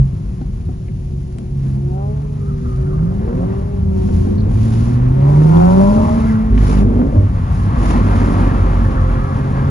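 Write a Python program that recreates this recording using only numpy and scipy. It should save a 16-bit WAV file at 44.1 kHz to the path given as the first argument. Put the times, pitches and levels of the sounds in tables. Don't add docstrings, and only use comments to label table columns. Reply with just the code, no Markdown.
import sys
import numpy as np
from scipy import signal
from scipy.fft import rfft, irfft, next_fast_len
from scipy.io import wavfile
from scipy.ndimage import uniform_filter1d

SR = 44100
rng = np.random.default_rng(int(sys.argv[2]) if len(sys.argv) > 2 else 0)


def master(y):
    cut = np.clip(np.atleast_2d(y).T, -1, 1)
    pcm = np.round(cut * 32767)
    wavfile.write(sys.argv[1], SR, pcm.astype(np.int16))


N = 427769
T = np.arange(N) / SR
SIZE = next_fast_len(N + SR // 4)
BINS = np.arange(SIZE // 2 + 1) * SR / SIZE

LOADED_CYLINDERS = [-4.5, -8.5, 0, -9.5, 6.5, -1.5]
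# frequency_hz, gain_db
RASP_COLOUR = [(90, -52), (170, -9), (260, 13.5), (380, -4), (520, 0), (750, -16.5), (1050, -17),
               (1600, -21), (3500, -48.5)]
# frequency_hz, gain_db
SPRAY_COLOUR = [(600, -16), (1500, 2.5), (2400, 6), (3500, 2), (5500, 2.5), (7200, 0.5), (8400, -21.5),
                (9400, 2), (10900, -2), (12000, -34.5)]


def engine():
    # time_s, firing_hz, firing_db, rasp_db
    first_stab = [(2.7, 119.7, -21.5, -45.5), (2.9, 142.2, -19.5, -41.5), (3.05, 167.7, -14, -38.5),
                  (3.18, 195.6, -27, -40.5), (3.3, 235.7, -29, -31), (3.4, 262, -28, -30.5),
                  (3.52, 291.3, -39, -37.5), (3.62, 285, -58, -44)]
    last_stab = [(6.72, 196.3, -23, -38), (6.82, 197.6, -18, -29), (6.9, 218.5, -19, -30),
                 (7.04, 258.3, -13, -25.5), (7.1, 285.4, -27.5, -36), (7.2, 302, -34, -32),
                 (7.28, 298, -40, -49)]
    return (rolling_drone() + sliding_boom()
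            + throttle_stab(first_stab, rasp_gain_db=2, scatter_db=2.5, snarl_db=-6.5, octave_db=-5)
            + long_pull()
            + throttle_stab(last_stab, rasp_gain_db=-.5, scatter_db=9, snarl_db=-11.5, octave_db=-3.5))


def rolling_drone():
    # time_s, crank_hz, firing_db
    roll = [(0.0, 44.57, -5), (0.19, 45, -40), (0.6, 52.53, -33.5), (1.2, 44.1, -25.5), (1.45, 44, -38.5),
            (1.53, 45.97, -19.5), (1.72, 44.04, -18), (2.4, 49, -24), (2.85, 48.32, -29)]
    crank_hz, firing_db = curves(roll)
    firings = 3 * turns(crank_hz, .0054)
    drone = tone(firings, firing_db, .97)
    drone += tone(firings / 2, firing_db - 8, .7) + tone(1.5 * firings, firing_db - 19.5, 3)
    return drone * sounding(roll)


def sliding_boom():
    # time_s, crank_hz, firing_db, rasp_db
    slide = [(6.45, 51.9, -50, -41.5), (6.7, 49.18, -20, -29.5), (7.0, 50.27, -41, -33),
             (7.6, 48.25, -43, -42.5), (8.3, 47.71, -34, -24), (8.75, 46.27, -30, -33),
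             (9.0, 44.34, -25, -34.5), (9.3, 44.22, -20.5, -31), (9.7, 46, -17.5, -33)]
    # start_s, end_s, first_order_db, second_order_db
    booms = [(6.522, 6.887, -10.5, -17), (6.933, 6.994, -14.5, -30.5), (7.189, 7.225, -17.5, -9.5),
             (7.573, 7.742, -24.5, -14.5), (7.78, 9.206, -15.5, -20.5)]
    # crank_order, gain_db
    overtones = [(4, -20), (5, -13.5), (7, -21.5), (8, -23.5)]
    cylinders = [0, -3.5, -5.5, -6, -15, -2]
    crank_hz, firing_db, rasp_db = curves(slide)
    crank = turns(crank_hz, .005016)
    first = swells(booms, column=2, attack_s=.023, release_s=.038, floor_db=-28)
    second = swells(booms, column=3, attack_s=.023, release_s=.038, floor_db=-29)
    boom = first * tone(crank, 0, .7) + second * tone(2 * crank, 0, 4.2)
    boom += first * sum(tone(order * crank, db, 3.4) for order, db in overtones)
    firing = tone(3 * crank, firing_db, .96) + tone(9 * crank, firing_db - 19.5, 4.3)
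    rasp = undb(rasp_db) * exhaust(3 * crank, cylinders, scatter_db=6, gas=.072)
    return (boom + firing + rasp) * sounding(slide)


def throttle_stab(table, rasp_gain_db, scatter_db, snarl_db, octave_db):
    firing_hz, firing_db, rasp_db = curves(table)
    # frequency_hz, gain_db
    snarl_colour = [(300, -12), (520, 2.5), (740, -2.5), (860, -11.5), (1000, -9), (1400, -22.5)]
    firings = turns(firing_hz, .012)
    rasp = undb(rasp_db + rasp_gain_db) * exhaust(firings, LOADED_CYLINDERS, scatter_db, gas=.92)
    octave = tone(2 * (firings + .035 * walk(120)), rasp_db + octave_db, 2.5)
    throat = tone(1.5 * firings, rasp_db - 8, 2.5)
    gulps = undb(5 * np.cos(2 * np.pi * firings) + 3 * walk(45))
    snarl = undb(rasp_db + snarl_db) * noise(snarl_colour, (300, 1500), gulps)
    snarl += tone(4 * (firings + .05 * walk(120)), rasp_db + snarl_db - 13, 3)
    return (tone(firings, firing_db, 1.1) + octave + throat + rasp + snarl) * sounding(table)


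def long_pull():
    # time_s, firing_hz, firing_db, rasp_db
    bend = [(3.78, 78, -19, -70), (4.25, 87.7, -18.5, -34), (4.45, 102.4, -14, -38.5),
            (5.08, 126.4, -12, -35), (5.42, 151.1, -7.5, -22.5), (5.8, 190.9, -11, -46.5),
            (5.97, 216.6, -12.5, -28), (6.08, 230.3, -16.5, -33.5), (6.35, 218.9, -15.5, -45),
            (6.6, 220.4, -23, -44)]
    firing_hz, firing_db, rasp_db = curves(bend)
    firings = turns(firing_hz, .004)
    cutoff_hz, slope_hz = 260.3, 20.8
    muffled = (1 + np.tanh((2 * firing_hz - cutoff_hz) / slope_hz)) / 2
    octave_db = firing_db - 9.5 * (1 - muffled) - 27 * muffled
    rasp = undb(rasp_db - 2.5) * exhaust(firings, LOADED_CYLINDERS, scatter_db=2.5, gas=.15)
    firing = tone(firings, firing_db, .9) + tone(2 * firings, octave_db, 1.5)
    throat = tone(1.5 * firings, rasp_db - 5.5, 2.8) + tone(2.5 * firings, rasp_db - 8.5, 1.8)
    throat += tone(3 * firings, rasp_db - 14, 2.7)
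    return (firing + throat + rasp) * sounding(bend)


def exhaust(firings, cylinders, scatter_db, gas):
    count = np.arange(1, int(firings[-1]))
    at = np.interp(count, firings, np.arange(N))
    cylinder_db = np.array(cylinders)[count % len(cylinders)]
    size = undb(cylinder_db + scatter_db * rng.standard_normal(len(count)))
    sample, late = at.astype(int), at % 1
    pulses = np.bincount(sample, size * (1 - late), N + 1) + np.bincount(sample + 1, size * late, N + 1)
    puffs = np.exp(-2 * (firings % 1)) * rng.standard_normal(N)
    rasp = shape(unit(pulses[:N]) + gas * unit(puffs), response(RASP_COLOUR))
    return rasp / np.sqrt(uniform_filter1d(rasp ** 2, SR // 10) + 1e-12)


def car_ahead():
    # time_s, firing_hz, octave_db
    revs = [(0.0, 183.3, -45.5), (1.5, 184.4, -40.5), (1.75, 168.5, -41.5), (1.92, 184.4, -28.5),
            (2.15, 215, -41), (2.6, 192.2, -34.5), (2.85, 188, -28), (3.1, 192.6, -35), (3.4, 184.4, -26.5),
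            (3.7, 204.3, -34.5), (3.98, 188.2, -26.5), (4.25, 181.1, -25.5), (4.7, 173.6, -35),
            (5.1, 178, -31), (5.3, 196.8, -26.5), (5.5, 177.1, -26), (5.6, 181.3, -17.5),
            (5.79, 194.3, -22), (6.02, 204.1, -32), (6.28, 217, -28), (6.55, 221, -47)]
    # start_s, end_s, bark_db, growl_db
    barks = [(1.955, 2.034, -38, -56.5), (3.4, 3.68, -45.5, -55.5), (3.926, 4.102, -42.5, -56),
             (5.252, 5.34, -31, -41), (5.547, 5.727, -23, -44), (5.75, 6.065, -25, -34),
             (6.096, 6.269, -40, -42)]
    orders = [-2.5, 2, -19.5, 1, 0, 2.5, -0.5, -0.5, -10.5, 2, -3.5, 8.5, 2]
    # frequency_hz, gain_db
    bark_colour = [(300, -15.5), (450, -15), (540, -3.5), (610, 3.5), (680, -4), (750, 1.5), (810, -1),
                   (900, -9), (1000, -9), (1150, -17.5), (1360, -16), (1600, -42.5), (3000, -42)]
    # frequency_hz, gain_db
    growl_colour = [(300, -6), (480, 3), (720, -6), (960, 4.5), (1120, -7), (1500, -20)]
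    firing_hz, octave_db = curves(revs)
    firings = turns(firing_hz, .0035)
    throttle = swells(barks, column=2, attack_s=.1, release_s=.14, floor_db=-62, edge_db=-1)
    growl = swells(barks, column=3, attack_s=.1, release_s=.14)
    flat_out = throttle / throttle.max()
    shake = .012 + .009 * growl / growl.max()
    pipes = sum(tone(k / 2 * (firings + shake * walk(110)), db, 2.5) * flat_out ** (k % 2)
                for k, db in enumerate(orders, 5))
    throb = undb(5 * np.cos(np.pi * firings) + 2 * walk(60))
    gas = noise(growl_colour, (300, 1500), throb)
    song = tone(2 * firings, octave_db, 2.6) + tone(firings, octave_db - 4, 1.2)
    return song + throttle * shape(pipes, response(bark_colour)) + growl * gas


def wet_road():
    # time_s, rumble_db, roar_db, wash_db
    road = [(0.0, -21, -46, -56.5), (1.3, -25.5, -43, -66), (2.1, -25, -43, -56.5), (2.9, -21, -44, -55),
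            (3.5, -19.5, -42, -46.5), (3.9, -20, -38.5, -53.5), (4.5, -18, -32, -47.5),
            (5.05, -20, -34, -43.5), (5.6, -19, -32.5, -42), (6.2, -17.5, -28.5, -39),
            (6.45, -19.5, -46, -42), (7.0, -19.5, -23.5, -49), (7.45, -18, -46, -41),
            (7.64, -16.5, -34.5, -40.5), (7.9, -19, -27, -34), (8.37, -19.5, -26.5, -34),
            (9.05, -20.5, -38, -38.5), (9.7, -22.5, -33, -38.5)]
    # start_s, end_s, spray_db, wash_db
    puddles = [(1.58, 1.767, -62, -58.5), (2.547, 2.877, -62.5, -66), (3.95, 4.353, -56, -56.5),
               (4.514, 4.96, -51.5, -57), (5.28, 6.34, -50.5, -53), (6.591, 6.818, -47, -34.5),
               (7.494, 7.695, -56.5, -58), (7.798, 7.975, -47.5, -35), (7.995, 8.484, -53, -55)]
    # frequency_hz, gain_db
    rumble_colour = [(15, -24.5), (28, -12), (40, 2.5), (65, 0.5), (100, 1.5), (140, -3.5), (200, -9),
                     (300, -31.5)]
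    roar_colour = [(80, -20.5), (150, 3.5), (230, 9.5), (310, -0.5), (520, -10.5), (800, -20.5),
                   (1300, -32), (2500, -40)]
    wash_colour = [(250, -7.5), (500, 11.5), (1100, 11), (1500, 3), (2000, 2), (3000, -8.5), (5000, -19),
                   (11000, -58)]
    rumble_db, roar_db, wash_db = curves(road)
    splash = swells(puddles, column=2, attack_s=.035, release_s=.018, edge_db=-6)
    surge = swells(puddles, column=3, attack_s=.035, release_s=.018, edge_db=-6)
    depth = (splash / splash.max()) ** 2
    clumps = undb(1.9 * depth * walk(190))
    mist = np.hypot(undb(-63), undb(wash_db - 21.5))
    drops = undb(2.4 * walk(2500) + .6 * walk(45))
    rumble = noise(rumble_colour, (55, 85))
    roar = noise(roar_colour, (280, 340))
    wash = noise(wash_colour, (1400, 2600)) * np.hypot(undb(wash_db), surge)
    spray = noise(SPRAY_COLOUR, (4500, 7500), drops) * np.hypot(mist, splash)
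    tyres = rumble * undb(rumble_db - 3.5) + roar * undb(roar_db - 4 + 1.3 * walk(14))
    water = wash * undb(-6 + 1.37 * walk(20)) + spray + spatter() * splash * depth * undb(-9)
    return tyres + clumps * water


def spatter(drops_per_s=380, spread_db=3):
    hits = rng.random(N) < drops_per_s / SR
    sizes = undb(spread_db * np.minimum(rng.exponential(size=N), 4))
    return noise(SPRAY_COLOUR, (4500, 7500), hits * sizes)


def third_car():
    # time_s, firing_hz, level_db
    revs = [(1.6, 198, -36.5), (2.15, 212, -33), (2.4, 224, -36.5), (2.65, 243, -29.5), (2.85, 258, -37),
            (3.0, 250, -52), (3.25, 172, -35.5), (3.4, 172.1, -23), (3.6, 182, -27), (4.05, 198, -24),
            (4.3, 207, -24.5), (4.5, 220, -24.5)]
    firing_hz, level_db = curves(revs)
    firings = turns(firing_hz, .005)
    hum = tone(firings, level_db, 1.8) + tone(2 * firings, level_db - 18, 3.4)
    return hum * sounding(revs, fade_s=.091)


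def trim_knocks():
    # start_s, thud_db, tick_db, tick_hz, tick_decay_s
    knocks = [(0.413, -25, -46.5, 910, 0.0035), (0.69, -26.5, -60, 800, 0.0056),
              (0.883, -51, -47, 2190, .008), (1.385, -35.5, -43, 1500, 0.00074),
              (4.088, -24.5, -44, 1500, .006), (4.271, -22, -55.5, 2003, 0.0022),
              (5.569, -25, -44.5, 3033, .003), (6.577, -26, -33, 2000, .004), (7.155, -22, -32, 563, .012)]
    # nominal_hz, gain_db, t60_s
    panel = [(261, 12, 0.096), (365, 8, 0.073), (473, -6.5, 0.051), (744, -2, 0.077), (1600, -14, 0.052)]
    out, t = np.zeros(N + SR), T[:SR // 5]
    onset = 1 - np.exp(-t / .001)
    for start_s, thud_db, tick_db, tick_hz, decay_s in knocks:
        ring = onset * sum(undb(db - 60 * t / t60) * np.sin(2 * np.pi * hz * rng.uniform(.79, 1.05) * t)
                           for hz, db, t60 in panel)
        width_hz = min(5 / decay_s, SR / 4)
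        band = signal.iirpeak(tick_hz, tick_hz / width_hz, fs=SR)
        burst = np.exp(-t / decay_s) * rng.standard_normal(len(t))
        tick = unit(signal.lfilter(*band, signal.lfilter(*band, burst)))
        out[int(start_s * SR):][:len(t)] += undb(thud_db - 6.5) * ring + undb(tick_db - 15.5) * tick
    return out[:N]


def tyre_scrub(drift=.016, jitter=.05):
    # start_s, end_s, pitch_hz, level_db
    skids = [(2.48, 3.0, 1260, -50), (6.01, 6.059, 1150, -40.5), (6.24, 6.378, 1300, -42),
             (7.597, 8.299, 1090, -43.5), (8.297, 9.703, 1120, -41)]
    # pitch_ratio, gain_db
    tread = [(1, -1), (.735, -5), (1.17, -2), (1.5, -5.5)]
    pitch_hz, = curves([(s, hz) for start, end, hz, _ in skids for s in (start, end)])
    pitch_hz *= 1 + drift * walk(8)
    level = swells(skids, column=3, attack_s=.08, release_s=.095)
    modes = [tone(turns(ratio * pitch_hz * (1 + jitter * walk(300)), drift), db, 2.8)
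             for ratio, db in tread]
    hard = level / level.max()
    catches = undb(4 * (1 - hard) * (np.tanh(walk(150)) - .5))
    return level * catches * (modes[0] + hard * sum(modes[1:]))


def final_drive():
    # time_s, mesh_hz, relative_db
    whine = [(8.3, 530.4, -40.5), (9.136, 517.7, -35), (9.55, 554.4, -41.5), (9.7, 552, -38)]
    mesh_hz, relative_db = curves(whine)
    return tone(turns(mesh_hz, .0033), relative_db - .5, .78) * sounding(whine, fade_s=.16)


def trim_squeak(start_s=4.376, length_s=.04, pitch_hz=4300):
    jerks = np.sin(2 * np.pi * np.clip((T - start_s) / length_s, 0, 1))
    rough_hz = pitch_hz * (1 + .08 * walk(1500))
    return tone(turns(rough_hz, .01), -52, 3) * jerks


def cabin(mid, around, width_colour, width_db, direct):
    t, lag_s = T[:SR // 16], .00042
    scatter = rfft(rng.standard_normal(len(t)) * np.exp(-t / .011), SIZE)
    lead = 1j * direct * np.tanh(4 * np.sin(2 * np.pi * np.minimum(BINS * lag_s, 1)))
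    diffuse = np.sqrt(1 - abs(lead) ** 2) * scatter / abs(scatter)
    width = response(width_colour) * undb(width_db)
    side = shape(mid, width * lead) + shape(around, width * diffuse)
    return np.array([mid + side, mid - side])


def through_glass(car, swing_s=(2.5, 4.1)):
    # frequency_hz, gain_db
    front_width = [(150, -11), (380, -3), (580, 7.5), (780, 1), (970, 9.5), (2000, 1.5)]
    aside_width = [(150, -10), (280, -1), (360, 10), (395, 2), (520, 8), (600, 2.5), (660, 3.5),
                   (730, 23.5), (800, 10), (880, 4.5), (980, -2), (1400, 4.5)]

    def place(width, direct):
        mid = shape(car, 1 / np.hypot(1, response(width)))
        return cabin(mid, mid, width, width_db=0, direct=direct)

    swing = np.interp(T, swing_s, [0, 1])
    return (1 - swing) * place(front_width, direct=.99) + swing * place(aside_width, direct=1)


def undb(db):
    return 10 ** (np.asarray(db) / 20)


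def unit(x):
    return x / np.sqrt(np.mean(x ** 2))


def curves(table):
    time_s, *columns = np.transpose(table)
    return [np.interp(T, time_s, column) for column in columns]


def sounding(table, fade_s=.018):
    return np.clip(1 + np.minimum(T - table[0][0], table[-1][0] - T) / fade_s, 0, 1)


def swells(events, column, attack_s, release_s, floor_db=-np.inf, edge_db=0):
    power = undb(floor_db) ** 2
    for event in events:
        start, end, db = event[0], event[1], event[column]
        outside = np.maximum(start - T, 0) / attack_s + np.maximum(T - end, 0) / release_s
        arch = np.minimum(((2 * T - start - end) / (end - start)) ** 2, 1)
        power = power + (undb(db + edge_db * arch) * np.exp(-outside)) ** 2
    return np.sqrt(power)


def response(colour):
    hz, db = np.transpose(colour)
    ends = np.minimum(BINS / hz[0], 1) * np.minimum(hz[-1] / (BINS + 1), 1)
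    return undb(np.interp(np.log(BINS + 1), np.log(hz), db)) * ends ** 2


def shape(x, gain):
    return irfft(rfft(x, SIZE) * gain, SIZE)[:N]


def walk(rate_hz):
    step = max(int(SR / rate_hz), 1)
    return 1.2 * uniform_filter1d(np.repeat(rng.standard_normal(N // step + 1), step), step)[:N]


def noise(colour, band_hz, drive=1):
    gain = response(colour)
    inside = np.sum(gain[(BINS > band_hz[0]) & (BINS < band_hz[1])] ** 2) / len(BINS)
    return shape(unit(drive * rng.standard_normal(N)), gain) / np.sqrt(inside)


def turns(hz, wander):
    return np.cumsum(hz * (1 + wander * walk(40))) / SR


def tone(cycles, db, flutter_db):
    return np.sqrt(2) * np.sin(2 * np.pi * cycles) * undb(db + flutter_db * walk(25))


def scene():
    # frequency_hz, gain_db
    width = [(25, -29), (60, -22.5), (120, -25), (200, -6.5), (320, -9), (420, 0), (900, 3), (1450, 4.5),
             (1750, -2), (2400, -5), (3300, -2), (11000, -2)]
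    engines = engine() + third_car()
    ahead = car_ahead()
    chassis = final_drive() + trim_knocks() + trim_squeak() + tyre_scrub()
    road = cabin(wet_road() + chassis, wet_road() + chassis, width, width_db=-.3, direct=.99)
    engines = cabin(engines, engines, width, width_db=.3, direct=.97)
    return (engines * undb([[-.7], [.7]])
            + through_glass(ahead) * undb([[1], [-1]])
            + road * undb([[.5], [-.5]]))


def record(dry, top_hz=11300):
    rounded = dry / (1 + abs(dry) ** 8) ** (1 / 8)
    return signal.sosfilt(signal.ellip(8, .2, 70, top_hz, fs=SR, output="sos"), rounded)


dry = scene()
out = record(dry)
master(out)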